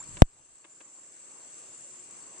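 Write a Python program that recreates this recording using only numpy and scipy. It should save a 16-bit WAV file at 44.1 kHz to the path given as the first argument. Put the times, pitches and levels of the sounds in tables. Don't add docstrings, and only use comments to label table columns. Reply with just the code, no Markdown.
import sys
import numpy as np
from scipy import signal
from scipy.fft import rfft, irfft, next_fast_len
from scipy.io import wavfile
from scipy.ndimage import uniform_filter1d, map_coordinates

SR = 44100
rng = np.random.default_rng(int(sys.argv[2]) if len(sys.argv) > 2 else 0)


def int16_out(signal):
    q = np.round(np.clip(np.atleast_2d(signal).T, -1, 1) * 32767)
    wavfile.write(sys.argv[1], SR, q.astype(np.int16))


N = 105840
T = np.arange(N) / SR

# centre in Hz, nominal width in Hz, level in dB, left-right likeness (-1 to 1),
# left over right in dB, flutter depth in dB per unit of wobble.
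CHORUSES = [(7637, 670, -48.5, -0.19, 2, -1.5), (8990, 190, -60.5, -0.27, 1, -1),
            (6305, 290, -61, -0.083, 0.5, 1.5), (5830, 120, -70.5, -0.03, 0.5, 2),
            (5100, 40, -73.5, 0.2, 2.5, 3), (4455, 200, -72, 0.2, 1.5, 2.5),
            (2762, 110, -71.5, 0.032, 2.5, 1.5)]
# time in seconds, gain in dB.
CHORUS_SWELL = [(0, 3), (.4, 0.5), (.7, 1.5), (1.1, 2), (1.5, 1.5), (1.9, 1), (2.2, 1), (2.4, 2.5)]
# start in seconds, length in seconds, level in dB.
NEAR_PHRASES = [(-.25, 0.277, -40), (0.67, 0.43, -49.5), (1.66, 0.37, -51.5)]
PHRASE_FROM_HZ, PHRASE_TO_HZ, PHRASE_WIDTH_HZ, PHRASE_FADE_S = 7090, 7330, 90, 0.03

# frequency in Hz, relative density in dB per Hz.
RIVER_COLOUR = [(40, -26), (80, -11), (125, -8), (200, -6), (345, -2), (440, -5.5), (530, -2.5),
                (800, -5.5), (1050, -2), (1190, -6.5), (1400, -7), (2500, -13), (5000, -41.5)]
# time in seconds, gain in dB.
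RIVER_FLOW = [(0, -0.8), (.6, 0), (1, 0), (1.4, -1.25), (1.8, -4.5), (2.1, 0), (2.4, 0.24)]
# frequency in Hz, relative density in dB per Hz.
AIR_COLOUR = [(300, -21), (1500, -4.5), (3000, -2.5), (5500, -6), (7000, -4), (9200, -4)]
# frequency in Hz, left-right likeness (-1 to 1).
PORT_LIKENESS = [(60, 0.49), (150, 1), (380, 0.93), (950, 0.18), (2380, 0.53), (5980, 0.021), (15000, -0.3)]
RIVER_DB, AIR_DB = -60, -59.5
LEFT_DB = 1
GURGLE_PER_S, GURGLE_HZ, GURGLE_DB = 400, 494, -81
# centre in Hz, nominal width in Hz, mid level in dB.
RIVER_HUMS = [(126.6, 26, -80.5), (358, 30, -74), (498, 180, -75), (1190, 47, -75)]

# start in seconds, starting pitch in Hz, rise in octaves, length in seconds,
# peak level in dB.
NEAR_BUBBLES = [(-.008, 780, 1.55, .044, -52), (.042, 2300, .35, .028, -63)]

# time in seconds, mid level in dB.
HAND_LEVEL = [(0, -59), (.08, -54), (.2, -55), (.3, -64), (.4, -56), (.48, -64), (.545, -59), (.57, -72),
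              (.6, -95.5)]
# frequency in Hz, relative density in dB per Hz.
RUB_COLOUR = [(20, -7.5), (80, -5), (160, -9), (400, -21), (3000, -23), (14000, -36)]

# start in seconds, level in dB, rattle length in seconds, top of the crunch in Hz.
CASING_TICKS = [(.124, -58, .004, 2500), (.167, -41.5, .014, 5500), (0.642, -41.5, .019, 3700),
                (.802, -41.5, .02, 3900)]
# frequency in Hz, relative level in dB, time to fall 60 dB in seconds.
CASING_MODES = [(330, -1, .07), (560, -4, .045), (1000, -3, .035), (1630, -2, .022), (2140, -4, .014),
                (2600, 2, .014), (3400, -5, .01)]
CONTACTS = 40
CRUNCH_DB, CRUNCH_T60_S = 5, .012

# left port, right port, both in seconds.
TAP_START_S = (.2203155, .2203285)
# left port, right port, both in seconds.
TAP_ONSET_S = (.001919, .00027)
# frequency in Hz, level before onset and decay in dB,
# decay time constant in seconds, direction (1 or -1).
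LEFT_SWINGS = [(870.4, 70, .000271, -1), (43.43, 70, .000533, 1), (37.93, 36.97, .002097, -1),
               (11, -1, .0125, 1)]
# frequency in Hz, level before onset and decay in dB,
# decay time constant in seconds, direction (1 or -1).
RIGHT_SWINGS = [(424.4, 35.87, .000546, 1), (279.6, 19.19, .001325, 1), (3, 45.34, .002424, -1),
                (11, .5, .0125, 1)]

SOFT_TOP_HZ = 9400
DUCK_ABOVE, DUCK_DB, RELEASE_DB_PER_S = .1, 12, 9
CLIP_HARDNESS = 8
HISS_DB = -101
EDGE_HZ, TOP_HZ = 20000, 16400


def amp(db):
    return 10 ** (np.asarray(db) / 20)


def unit(x):
    return x / np.sqrt(np.mean(np.abs(x) ** 2) + 1e-20)


def along(points, hz):
    f, v = np.transpose(points)
    return np.interp(np.log(hz + 1), np.log(f + 1), v)


def curve(rows):
    return np.interp(T, *np.transpose(rows))


def wobble(rate):
    return map_coordinates(rng.standard_normal(1200), [T * min(rate, 450)])


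def filtered(x, response):
    m = next_fast_len(N + 8192)
    return irfft(rfft(x, m) * response(np.fft.rfftfreq(m, 1 / SR)), m)[..., :N]


def balance(left_db):
    return amp([[left_db / 2], [-left_db / 2]])


def mix_angle(alike):
    return np.arccos(np.clip(alike, -1, 1)) / 2


def rush(spectrum, patchy_db):
    z = signal.stft(rng.standard_normal((2, N)), nperseg=512)[2]
    field = uniform_filter1d(rng.standard_normal(z.shape[1:]), size=6, axis=0)
    field = uniform_filter1d(field, size=12, axis=1)
    patchy = z * amp(patchy_db * unit(field))
    pair = signal.istft(patchy, nperseg=512)[1][:, :N]

    def colour_and_width(hz):
        angle = mix_angle(along(PORT_LIKENESS, hz))
        return amp(along(spectrum, hz)) * [np.cos(angle), np.sin(angle)]

    mid, side = filtered(pair, colour_and_width)
    return unit(np.array([mid + side, mid - side]))


def buzz(hz, width_hz, alike, left_db, flutter_db):
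    slow = filtered(rng.standard_normal((4, N)), lambda f: 1 / (1 + (2 * f / width_hz) ** 2) ** 0.81)
    carrier = np.exp(2j * np.pi * np.cumsum(hz + 0 * T) / SR)
    a, b = ((slow[:2] + 1j * slow[2:]) * carrier).real
    angle = mix_angle(alike)
    mid, side = np.cos(angle) * a, np.sin(angle) * b
    flutter = amp(flutter_db * (wobble(180) + 0.2 * wobble(25) + 0.35 * wobble(11.0)))
    return unit(np.array([mid + side, mid - side]) * flutter) * balance(left_db)


def insects():
    bands = [amp(db) * buzz(hz, width, alike, left, flutter)
             for hz, width, db, alike, left, flutter in CHORUSES]
    out = bands[0] * amp(curve(CHORUS_SWELL)) + sum(bands[1:])
    for start, length, db in NEAR_PHRASES:
        done = np.clip((T - start) / length, 0, 1)
        nearest_end_s = np.minimum(T - start, start + length - T)
        gate = np.clip(nearest_end_s / PHRASE_FADE_S, 0, 1)
        hz = PHRASE_FROM_HZ + (PHRASE_TO_HZ - PHRASE_FROM_HZ) * np.sqrt(done)
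        out = out + amp(db) * gate * buzz(hz, PHRASE_WIDTH_HZ, 0, 0, 0.49)
    return out


def gurgle():
    draw, spread = rng.random((1200, 2)), rng.standard_normal(1200)
    start, t = draw[:, :1] * 1200 / GURGLE_PER_S, np.arange(1500) / SR
    hz = GURGLE_HZ * np.exp(.5 * spread)[:, None]
    cycles = hz * t
    size = amp(GURGLE_DB - 1.6 * np.log(draw[:, 1:] + .01))
    tone = np.sin(2 * np.pi * cycles * (1 + 0.029 * cycles))
    grains = size * tone * cycles * np.exp(-cycles / 2.5)
    where = (start * SR).astype(int) + np.arange(len(t))
    return np.bincount(where.ravel(), grains.ravel(), minlength=N)[:N]


def river():
    murmur = amp(RIVER_DB + 0.2 * wobble(6.81)) * rush(RIVER_COLOUR, patchy_db=2.0)
    air = amp(AIR_DB) * rush(AIR_COLOUR, patchy_db=1.3)
    water = amp(curve(RIVER_FLOW)) * (murmur + gurgle())
    return (water + air) * balance(LEFT_DB)


def hums():
    return sum(amp(db + 2.5 * wobble(3)) * buzz(hz, width, .8, 1, 2) for hz, width, db in RIVER_HUMS)


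def plop():
    out = np.zeros(N)
    for start, low_hz, octaves, length, db in NEAR_BUBBLES:
        done = np.clip((T - start) / length, 0, 1)
        hz = low_hz * 2 ** (octaves * done ** 2)
        swell = np.sin(np.pi * done ** .6)
        out += amp(db) * swell * np.sin(2 * np.pi * np.cumsum(hz) / SR)
    return out


def hand():
    return amp(curve(HAND_LEVEL) + 1.2 * wobble(33)) * rush(RUB_COLOUR, patchy_db=4.0)


def rattled(ring, length_s):
    rattle, late = np.zeros((1, ring.shape[1])), rng.random(CONTACTS)
    force = rng.standard_normal(CONTACTS) * np.sin(np.pi * late ** .5)
    rattle[0, (late * length_s * SR).astype(int)] = force
    hit = signal.fftconvolve(ring, rattle, axes=1)[:, :ring.shape[1]]
    return hit * np.linalg.norm(ring) / np.linalg.norm(hit)


def ticks():
    out, t = np.zeros((2, N + SR)), np.arange(SR // 8) / SR
    for start, db, length, top_hz in CASING_TICKS:
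        phases = rng.standard_normal((len(CASING_MODES), 2, 1))
        ring = 0
        for (hz, level, t60), phase in zip(CASING_MODES, phases):
            tone = np.sin(2 * np.pi * hz * t + np.clip(hz / 2500, 0, 2) * phase)
            ring = ring + rattled(amp(level - 60 * t / t60) * tone, length)
        noise = filtered(rng.standard_normal((2, N)), lambda f: 1 / (1 + (f / top_hz) ** 6))
        grit = unit(noise[:, :len(t)])
        crunch = rattled(amp(CRUNCH_DB - 60 * t / CRUNCH_T60_S) * grit, length)
        out[:, round(start * SR):][:, :len(t)] += amp(db) * (ring + crunch)
    return filtered(out[:, :N], lambda f: (1j * f / (170 + 1j * f)) ** 4) * balance(1.6)


def tap_at_port(start, rise, swings):
    t = np.maximum(T - start, 0)
    swing = sum(way * amp(db) * np.exp(-t / decay) * np.sin(2 * np.pi * hz * t)
                for hz, db, decay, way in swings)
    return (1 - np.exp(-t / rise)) ** 2 * swing


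def tap():
    ports = zip(TAP_START_S, TAP_ONSET_S, (LEFT_SWINGS, RIGHT_SWINGS))
    return np.array([tap_at_port(*port) for port in ports])


def scene():
    soft = insects() + river() + hums() + plop() + hand() + ticks()
    return filtered(soft, lambda f: 1 / (1 + (f / SOFT_TOP_HZ) ** 120)) + tap()


def record(dry):
    wanted_db = np.where(np.abs(dry).max(axis=0) > DUCK_ABOVE, -DUCK_DB, 0)
    climb_db = RELEASE_DB_PER_S * T
    gain_db = np.minimum.accumulate(wanted_db - climb_db) + climb_db
    x = dry * amp(gain_db)
    x = x / (1 + np.abs(x) ** CLIP_HARDNESS) ** (1 / CLIP_HARDNESS)
    x = x + amp(HISS_DB) * rng.standard_normal((2, N))
    return filtered(x, lambda f: 1 / (1 + 1j * f / EDGE_HZ) ** 2 / (1 + (f / TOP_HZ) ** 40))


dry = scene()
out = record(dry)
int16_out(out)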